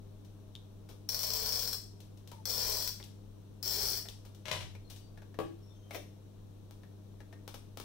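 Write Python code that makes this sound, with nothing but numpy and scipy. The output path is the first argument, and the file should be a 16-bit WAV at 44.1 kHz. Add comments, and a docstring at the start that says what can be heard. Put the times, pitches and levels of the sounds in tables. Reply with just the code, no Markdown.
"""Tape runner on a craft table

A plastic tape runner lays three strokes of adhesive on a card panel, in a small humming room.
Gear teeth, ratchet clicks and crackling glue ring its hollow housing; random bumps make the roller rumble.
The runner is put down with a dull knock, a hand knocks too, and the panel is lifted and turned with clicks.
Bursts of tiny slips drive the touches; sliding tones make whistles; sines and tinted noise fill the room.
"""
import sys
import numpy as np
from scipy import signal
from scipy.fft import rfft, irfft
from scipy.io import wavfile
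from scipy.ndimage import uniform_filter1d

SR = 44100
rng = np.random.default_rng(int(sys.argv[2]) if len(sys.argv) > 2 else 0)


def write(x):
    x = np.atleast_2d(x).T
    wavfile.write(sys.argv[1], SR, np.round(np.clip(x, -1, 1) * 32767).astype(np.int16))


N = 345744
TIME = np.arange(N) / SR  # s

# Levels in the tables are relative: the shapes are rescaled and some layers get a gain later.

# Mains hum: (frequency [Hz], level [dB])
HUM_TONES = [(100, -53), (200, -64), (300, -72), (400, -76)]
# Spectrum of the low room rumble: (frequency [Hz], level [dB])
RUMBLE_SPECTRUM = [(8, -19.5), (22, 6.5), (42, -0.5), (63, -8), (85, -10), (125, -3), (165, -2.5),
                   (240, -9.5), (305, -4), (380, -16), (520, -24), (900, -68.5)]
# Spectrum of the soft hiss: (frequency [Hz], level [dB])
AIR_SPECTRUM = [(210, -48), (350, -16), (398, -3), (424, -11.5), (513, -7.5), (574, -19.5), (621, -8.5),
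                (673, -17), (971, -20), (2050, -33), (3820, -27), (5010, -34.5), (5790, -28.5),
                (6680, -34.5), (15800, -37.5)]
# How alike left and right are: (frequency [Hz], likeness [-1 to 1])
LIKENESS = [(35, 0.82), (70, 0.32), (150, 0.25), (300, 0.088), (700, 0.16), (1400, 0.29), (3000, 0.036),
            (16000, 0.021)]
# How much louder left is than right: (frequency [Hz], difference [dB])
LEFT_OVER_RIGHT = [(60, 1.8), (200, 2.4), (400, 3.5), (1000, 4.5), (2400, 4.5), (4500, 5.5), (8000, 4.5),
                   (15000, 9)]
# How long the room echo takes to fall by 60 dB: (frequency [Hz], time [s])
ECHO_TIMES = [(200, 0.48), (530, 0.24), (1400, 0.34), (4500, 0.41), (9000, 0.43), (15000, 0.27)]

# Loose plastic parts of the runner click: (time [s], level [dB], rattle length [s])
RATTLE_EVENTS = [(.248, -56.5, .005), (2.004, -48.5, .003), (2.174, -55.5, 0.0032), (2.275, -47, .0018),
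                 (3.039, -44, .0022), (4.086, -39.5, 0.0022), (4.348, -52, .003), (4.9, -40.5, 0.015),
                 (4.961, -47.5, 0.013)]
# The grip tightens and the plastic ticks: (time [s], level [dB], contact length [s])
GRIP_EVENTS = [(.553, -43.5, 0.00084), (.5615, -49.5, 0.00075), (3.028, -47, .0007), (4.087, -43, .002)]
# Spectrum of those ticks: (frequency [Hz], level [dB])
GRIP_SPECTRUM = [(300, -23), (2200, -19), (3050, -4), (3650, 4.5), (4200, -10), (7000, -18), (16000, -31)]

# Card tapped against the table, with brief scuffs of its edge at 0.889 s and 4.251 s: (time [s], level [dB],
# contact length [s])
TAP_EVENTS = [(.889, -43.5, .017), (2.316, -42.5, 0.0045), (4.251, -47, .012), (6.71, -49, 0.00081),
              (7.478, -37.5, 0.0011), (7.542, -38.5, .004), (7.773, -37, 0.0012), (7.8, -36.5, 0.0018)]
# Spectrum of the taps: (frequency [Hz], level [dB])
TAP_SPECTRUM = [(150, -35.5), (250, -2), (525, -0.5), (1030, -6), (1330, -7.5), (1990, -16), (2320, -9.5),
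                (2620, -14), (2950, -9.5), (3890, -9.5), (4390, -12.5), (5790, -10.5), (6770, -17),
                (14500, -19), (15500, -19)]
# Spectrum of the dragging panel edge: (frequency [Hz], level [dB])
SCUFF_SPECTRUM = [(150, -43), (250, -8), (559, -1), (1510, -22), (2060, -12.5), (2400, -17), (3750, -15),
                  (4760, -23), (5550, -14.5), (6940, -25), (15000, -24)]
SCUFF_S, SCUFF_DB, SCUFF_RISE_S, SCUFF_FALL_S = 5.958, -39.5, 0.019, 0.0089

# Strokes of the runner: (start [s], length [s], ratchet steps [count], speed at the ends [0-1],
# skew of the speed arch [under 1 = early peak], gear level [dB], ratchet level [dB],
# roller level [dB], shift of the roller's resonances [factor])
STROKE_ROWS = [(1.0898, .6398, 17, .49, 1.06, -40.3, -28.7, -49, 1.04),
               (2.4548, .4208, 14, .35, .75, -39, -31, -46.3, 1),
               (3.628, .3455, 11, .26, .9, -37.6, -30, -48, .9)]
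# Resonances of the hollow housing: (frequency [Hz], width before scaling [Hz], level [dB])
HOUSING_MODES = [(1600, 1250, -21.5), (2424, 140, -18), (3390, 550, -13), (4410, 480, -3.5),
                 (4910, 330, -3.5), (5420, 410, 2), (5905, 470, -5.5), (7540, 1200, -11.5),
                 (9570, 710, -13), (12800, 2900, -20), (14270, 1250, -9.5), (16600, 2200, -4.5)]
# Spectrum of roller on card and table, before each stroke's shift: (frequency [Hz], level [dB])
ROLLER_SPECTRUM = [(10, -35), (30, -9), (45, 3), (68, -3), (130, -14.5), (290, -25.5), (370, -14), (435, 4),
                   (520, -5), (620, -4.5), (800, -11.5), (1010, -6.5), (1250, -20.5), (2500, -22),
                   (5000, -35.5)]
GEAR_SWELL_DB, ROLLER_SWELL_DB = 5, 8  # how much quieter the ends of a stroke are than its middle
RATCHET_SPREAD_DB, RATCHET_SLOW_DB = 2.05, 3.5  # scatter of the clicks, and their gain at the ends
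RUN_ON_S = .016  # the reel keeps turning after the last ratchet click

# Hollow tones as the runner is seated, one nearly steady and one sinking:
# (time [s], length [s], start pitch [Hz], end pitch [Hz], level before flutter [dB])
SEATING_TONES = [(2.312, 0.0267, 933, 940, -53), (2.335, 0.071, 926, 858, -63.5)]
# Faint whistles: (time [s], length [s], start pitch [Hz], end pitch [Hz], level before flutter [dB])
WHISTLE_TONES = [(4.84, .06, 4300, 4100, -68.5), (4.968, .14, 4550, 4700, -74),
                 (5.61, 0.12, 5450, 5630, -72.5), (5.68, 0.063, 3650, 3490, -71),
                 (5.736, 0.15, 6300, 6340, -75), (5.72, 0.29, 3200, 3070, -75)]

# Fingertips tick on the hollow housing and the bowed card: (time [s], level [dB], ring pitch [Hz])
FINGER_EVENTS = [(3.0, -44.5, 2060), (4.054, -44.5, 1810), (4.751, -46.5, 2340), (5.175, -48.5, 1685),
                 (5.22, -50, 1600), (5.343, -50, 1750), (5.9087, -37, 2190), (5.947, -34.5, 2350),
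                 (6.834, -52, 1760), (7.204, -47.5, 1750), (7.327, -46.5, 1800)]

# The runner lands on the table: (time [s], level [dB], rattle length [s])
LANDING_EVENTS = [(4.455, -37.5, 0.0092), (4.4815, -34.5, 0.005), (4.5138, -29.5, 0.0014),
                  (4.516, -30, 0.0011), (4.53, -39, 0.017), (4.553, -41, 0.011), (4.608, -40, 0.0083)]
# Broad thud of the runner's shell: (frequency [Hz], level [dB])
SHELL_SPECTRUM = [(50, -26), (100, 2), (150, -1.5), (260, -20.5), (400, -7), (600, -3.5), (800, -6.5),
                  (1150, -4.5), (1450, -8.5), (2150, -3.5), (3000, -3), (4100, -6.5), (4900, -12.5),
                  (5800, -7.5), (6500, -15), (16000, -29)]
# Ringing of the shell: (frequency [Hz], level [dB], time to fall by 60 dB [s])
SHELL_RING = [(94.7, 4.5, 0.86), (120, -5.5, 0.5), (158, -10, 0.26), (626, -1, 0.13), (790, 0, .13),
              (1073, 3, 0.091), (1720, -4, 0.11), (2180, 1, 0.074), (2945, -18, 0.11), (3250, -21, 0.17),
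              (4220, -8, 0.14)]

# Dull knocks on the table, the first from the runner set down and the rest from a hand:
# (time [s], level [dB], contact length [s])
KNOCK_EVENTS = [(4.555, -47, .005), (5.3888, -29.5, 0.0011), (5.4, -36.5, 0.0038), (5.411, -42, 0.0054)]
# Broad thud of the table top: (frequency [Hz], level [dB])
TABLE_SPECTRUM = [(60, -30), (130, 0), (240, -8), (330, 3.5), (460, 5.5), (620, -0.5), (850, -9.5),
                  (1150, -5.5), (1400, -21), (3000, -17.5), (4500, -26.5), (7000, -32.5), (16000, -35)]
# Ringing of the table top: (frequency [Hz], level [dB], time to fall by 60 dB [s])
TABLE_RING = [(162, -6, 0.35), (338.6, 3.5, 0.2), (466, -13, 0.087), (617, -12, .12), (790, -7, 0.11),
              (1128, -2, 0.055), (1656, -7, 0.038)]


def amp(db):
    """Turns decibels into a gain."""
    return 10 ** (np.asarray(db) / 20)


def unit(x):
    """Scales a sound to an rms (average strength) of 1."""
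    return x / np.sqrt(np.mean(x ** 2) + 1e-20)


def read(points, hz):
    """Joins the points of a spectrum with straight lines on a log-frequency axis."""
    f, value = np.transpose(points)
    return np.interp(np.log(hz + 1), np.log(f + 1), value)


def add(mix, s, sound):
    """Mixes a sound in at time s."""
    part = mix[max(round(s * SR), 0):][:len(sound)]
    part += sound[:len(part)]


def bins(size=4096):
    """Lists the frequencies of a spectrum taken over this many samples."""
    return np.fft.rfftfreq(size, 1 / SR)


def ring(db):
    """Gives the response, of energy 1, of a body with this spectrum; it starts at once when struck."""
    log_gain = np.log(amp(np.r_[db, db[-2:0:-1]]))
    minimum_phase = np.exp(np.conj(signal.hilbert(log_gain)))
    response = np.fft.ifft(minimum_phase).real[:len(db)]
    return response / np.linalg.norm(response)


def through(x, response):
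    """Passes a sound through a response."""
    return signal.oaconvolve(x, response)[:N]


def tint(x, points):
    """Colours a long sound with a spectrum."""
    return irfft(rfft(x) * amp(read(points, bins(size=N))), N)


def paired(x):
    """Makes two unrelated channels as alike as two close microphones hear them."""
    size = x.shape[1]
    left, other = rfft(x)
    alike = np.clip(read(LIKENESS, bins(size=size)), -1, 1)
    right = alike * left + np.sqrt(1 - alike ** 2) * other
    return irfft(np.array([left, right]), size)


def evened(h, count=90):
    """Keeps the timing of a scattered response but leaves it no broad colour; energy 1."""
    size = 2 ** 15
    power = uniform_filter1d(abs(rfft(h, size)) ** 2, count)[::8]  # down to the grid of bins()
    opposite_colour = ring(-10 * np.log10(power + 1e-9))
    flat = signal.fftconvolve(h, opposite_colour)[:len(h)]
    return flat / np.linalg.norm(flat)


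def contact(length, scuff=4.5, unevenness=.6):
    """A sharp touch and the tiny fading slips that follow it, of energy 1."""
    t = TIME[:SR // 8]
    sizes = rng.standard_normal(len(t)) * rng.exponential(1, len(t)) ** unevenness
    slips = sizes * np.exp(-t / max(length, 1e-4))
    push = scuff * slips / np.linalg.norm(slips)
    push[0] += 1
    return evened(push, count=300)


def blows(rows):
    """A train of contacts; each level sets the energy as a power held for 2 ms."""
    force = np.zeros(N)
    for s, db, length in rows:
        add(force, s, amp(db) * np.sqrt(SR / 500) * contact(length))
    return force


def struck(spectrum, modes, modes_db):
    """A struck body gives a broad thud with a few fading tones on top."""
    t = TIME[:SR // 2]
    body = sum(amp(db - 60 * t / t60) * np.sin(2 * np.pi * hz * t) for hz, db, t60 in modes)
    body *= amp(modes_db) / np.linalg.norm(body)
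    add(body, 0, ring(read(spectrum, bins())))
    return body


def room(x, wet_db, left_db, early_db=-2, early_s=0.013):
    """Direct sound, quick reflections off the table, and a diffuse tail."""
    t = TIME[:SR // 2]
    taps = rng.choice([-1., 1.], (2, len(t))) * (rng.random((2, len(t))) < 5000 / SR)
    fade_in = np.clip(t / 0.0092 - .5, 0, 1)
    hz, when, z = signal.stft(taps * fade_in, SR, nperseg=256)
    decay = amp(-60 * when / read(ECHO_TIMES, hz)[:, None])  # each frequency fades at its own rate
    tail = signal.istft(z * decay, SR, nperseg=256)[1][:, :len(t)]
    early = taps[:, ::-1] * np.exp(-t / early_s) * (t > .001)
    echoes = amp(wet_db) * unit(tail) + amp(early_db) * unit(early)
    echoes = paired(echoes) / np.sqrt(len(t))
    echoes[:, 0] += [.85, .4]  # direct sound: the right microphone is turned away
    sides_db = [left_db / 2, -left_db / 2]
    return np.array([through(x, evened(h)) * amp(db) for h, db in zip(echoes, sides_db)])


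def grains(per_s, spread_db):
    """Random clicks of uneven size, rms 1."""
    sizes = amp(spread_db * np.minimum(rng.exponential(1, N), 3)) * rng.choice([-1, 1], N)
    return unit(sizes * (rng.random(N) < per_s / SR))


def click_tone(body_db, hollow_db, snap_db, hollow_hz=1780, hollow_width_hz=260):
    """A click has a papery middle, with more or less table body, hollow ring and dry snap."""
    hz = bins()
    hollow = 1 / (1 + (2 * (hz - hollow_hz) / hollow_width_hz) ** 2)
    body = [(100, body_db - 17), (330, body_db), (600, body_db + 5), (1200, body_db - 5.0)]
    middle = [(1500, hollow_db / 2 - 4.5), (2250, hollow_db / 2 - 2.5), (2900, -0.93), (3900, 0.69)]
    snap = [(4800, snap_db / 2 - 1.5), (5800, snap_db / 2 + 3.5), (6700, snap_db), (15000, snap_db - 5)]
    broad_power = amp(read(body + middle + snap, hz)) ** 2
    return ring(10 * np.log10(broad_power + amp(hollow_db) ** 2 * hollow ** 2))


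def background(rumble_db=-57.0, air_db=-64.5, waver=0.053):
    """Gently wavering mains hum over low room rumble and soft hiss."""
    sway = unit(tint(rng.standard_normal(N), [(0, 0), (4, 0), (20, -60), (100, -120)]))
    hum = sum(amp(db) * np.sqrt(2) * np.sin(2 * np.pi * (hz * TIME + rng.random()))
              for hz, db in HUM_TONES)
    rumble = amp(rumble_db) * unit(tint(paired(rng.standard_normal((2, N))), RUMBLE_SPECTRUM))
    air = amp(air_db) * unit(tint(paired(rng.standard_normal((2, N))), AIR_SPECTRUM))
    return hum * (1 + waver * sway) + rumble + air


def rattles():
    """Thin, bright clicks of the runner as it is lifted and as it settles: touches with little body."""
    clicks = through(blows(RATTLE_EVENTS), click_tone(body_db=-6, hollow_db=-12, snap_db=-6))
    return room(clicks, wet_db=-2, left_db=3.5, early_db=-2.0)


def grip():
    """Short, dry ticks of plastic under a tightening grip; the first two come close together."""
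    tick = through(blows(GRIP_EVENTS), ring(read(GRIP_SPECTRUM, bins()))) * amp(1.5)
    return room(tick, wet_db=-13, left_db=0, early_db=-11)


def card():
    """The card taps the table with a papery knock and scuffs it briefly twice; its edge drags once as the panel
    is picked up."""
    taps = through(blows(TAP_EVENTS), ring(read(TAP_SPECTRUM, bins())))
    rise, fall = (SCUFF_S - TIME) / SCUFF_RISE_S, (TIME - SCUFF_S) / SCUFF_FALL_S
    swell = np.exp(-np.maximum(rise, fall))
    drag = amp(SCUFF_DB) * swell * grains(2500, 2.5)
    scuff = through(drag, ring(read(SCUFF_SPECTRUM, bins())))
    return room(taps + scuff, wet_db=-3.5, left_db=2.5, early_db=-2.5)


def stroke(start, length, steps, end_speed, skew, gear_db, ratchet_db, roller_db):
    """The hand speeds up, presses and eases off in one arch; the ratchet clicks at equal steps of tape."""
    u = np.clip((TIME - start) / length, 0, 1)  # how far through the stroke
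    down = (TIME >= start) & (TIME <= start + length + RUN_ON_S)
    ease = 1 - np.sin(np.pi * u)  # 1 at the ends, 0 in the middle
    speed = down * (end_speed + (1 - end_speed) * np.sin(np.pi * u ** skew))
    tape = np.cumsum(speed * (u < 1))
    at = np.searchsorted(tape / tape[-1], np.linspace(1e-9, 1, round(steps) + 1))
    scatter_db = RATCHET_SPREAD_DB * rng.standard_normal(len(at))
    ratchet = np.zeros(N)
    ratchet[at] = amp(ratchet_db + RATCHET_SLOW_DB * ease[at] + scatter_db)
    effort = down * amp(gear_db - GEAR_SWELL_DB * ease ** 2)
    pressure = down * amp(roller_db - ROLLER_SWELL_DB * ease)
    return speed, effort, pressure, ratchet


def chatter(impacts, decay_s):
    """Loose plastic parts chatter for a moment after every impact: noise with a fading level."""
    fade = np.exp(-2 * TIME[:1024] / decay_s)
    power = abs(through(impacts ** 2, fade / fade.sum()))
    return np.sqrt(power) * rng.choice([-1., 1.], N)


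def travelling(x, paths_per_s=5, count=4):
    """As the runner travels, the sound fades in turn through a cycle of four reflection patterns."""
    place = TIME * paths_per_s
    near = [np.clip(1 - abs((place - k + 1) % count - 1), 0, 1) for k in range(count)]
    return sum(room(x * np.sqrt(share), wet_db=0.5, left_db=1.5, early_db=2) for share in near)


def runner(full_teeth_per_s=140, jitter=.15, teeth_spread_db=3.0, peel_db=-4):
    """Gear teeth, the ratchet and peeling glue ring the housing; the roller bumps over the card."""
    speed, effort, ratchet, roll = np.zeros((4, N))
    bumps = grains(1500, 1.7)
    for *row, tuning in STROKE_ROWS:
        pace, gears, pressure, clicks = stroke(*row)
        speed, effort, ratchet = speed + pace, effort + gears, ratchet + clicks
        roll += through(pressure * bumps, ring(read(ROLLER_SPECTRUM, bins() / tuning)))

    # a tooth strikes each time the turning adds up to one more whole tooth
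    wobble = unit(uniform_filter1d(rng.standard_normal(N), 500))
    turning = np.sqrt(speed) * np.exp(jitter * wobble)
    tooth = np.diff(np.floor(np.cumsum(full_teeth_per_s * turning) / SR), prepend=0)
    tooth_gain = amp(teeth_spread_db * rng.standard_normal(N)) * np.sqrt(SR / full_teeth_per_s)
    drive = chatter(tooth * effort * tooth_gain, decay_s=0.002)
    drive += chatter(ratchet * np.sqrt(SR / 500), decay_s=0.0037)
    drive += amp(peel_db) * effort * grains(2500, 1.4)  # glue crackling off the reel

    power = sum(amp(db) ** 2 / (1 + ((bins() - hz) / (0.59 * width)) ** 2) ** 2
                for hz, width, db in HOUSING_MODES)
    housing = ring(10 * np.log10(power + amp(-24.5) ** 2))  # with a faint even floor
    return travelling(through(drive, housing) * amp(1.0) + roll)


def glides(rows, flutter=0.56):
    """Thin, fluttering tones that slide in pitch."""
    out = np.zeros(N)
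    for s, length, start_hz, end_hz, db in rows:
        hz = np.linspace(start_hz, end_hz, int(length * SR))
        tone = np.sin(2 * np.pi * np.cumsum(hz) / SR)
        add(out, s, amp(db) * tone * signal.windows.tukey(len(hz), .3))
    return out * (1 + flutter * unit(uniform_filter1d(rng.standard_normal(N), 260)))


def whistles():
    """The seating tones of the runner and a few faint high whistles: sliding sines in the room."""
    return room(glides(SEATING_TONES) + glides(WHISTLE_TONES), wet_db=-1.5, left_db=4.5, early_db=-12)


def fingers(touch_s=.004):
    """Soft ticks of the fingertips: each touch rings a hollow body at its own pitch."""
    out = np.zeros(N)
    for s, db, hz in FINGER_EVENTS:
        tone = click_tone(body_db=9.5, hollow_db=13, snap_db=-9, hollow_hz=hz, hollow_width_hz=340)
        add(out, s, amp(db) * np.sqrt(SR / 500) * signal.fftconvolve(contact(touch_s), tone))
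    return room(out, wet_db=-8, left_db=2.0, early_db=-2.0)


def landing():
    """The hollow runner touches, drops and rattles to rest; each contact rings its shell."""
    shell = struck(SHELL_SPECTRUM, SHELL_RING, modes_db=-6.5)
    sound = through(blows(LANDING_EVENTS), shell) * amp(4.0)
    return room(sound, wet_db=-0.5, left_db=2.5, early_db=-2.5)


def knocks():
    """Dull knocks, one from the runner set down and the rest from a hand, ring the table top."""
    table = struck(TABLE_SPECTRUM, TABLE_RING, modes_db=-2.5)
    sound = through(blows(KNOCK_EVENTS), table) * amp(5.0)
    return room(sound, wet_db=-1.5, left_db=3, early_db=-0.5)


def scene():
    """Everything on and around the table."""
    handling = rattles() + grip() + card() + runner() + whistles()
    return background() + handling + fingers() + landing() + knocks()


def record(dry, edge_hz=15800):
    """The left microphone is louder and brighter; then the highest treble is cut off."""
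    lean_db = read(LEFT_OVER_RIGHT, bins(size=N)) / 2
    heard = irfft(rfft(dry) * amp([lean_db, -lean_db]), N)
    low_pass = signal.firwin(1023, edge_hz, window=("kaiser", 8), fs=SR)
    return signal.oaconvolve(heard, low_pass[None], "same")


dry = scene()
out = record(dry)
write(out)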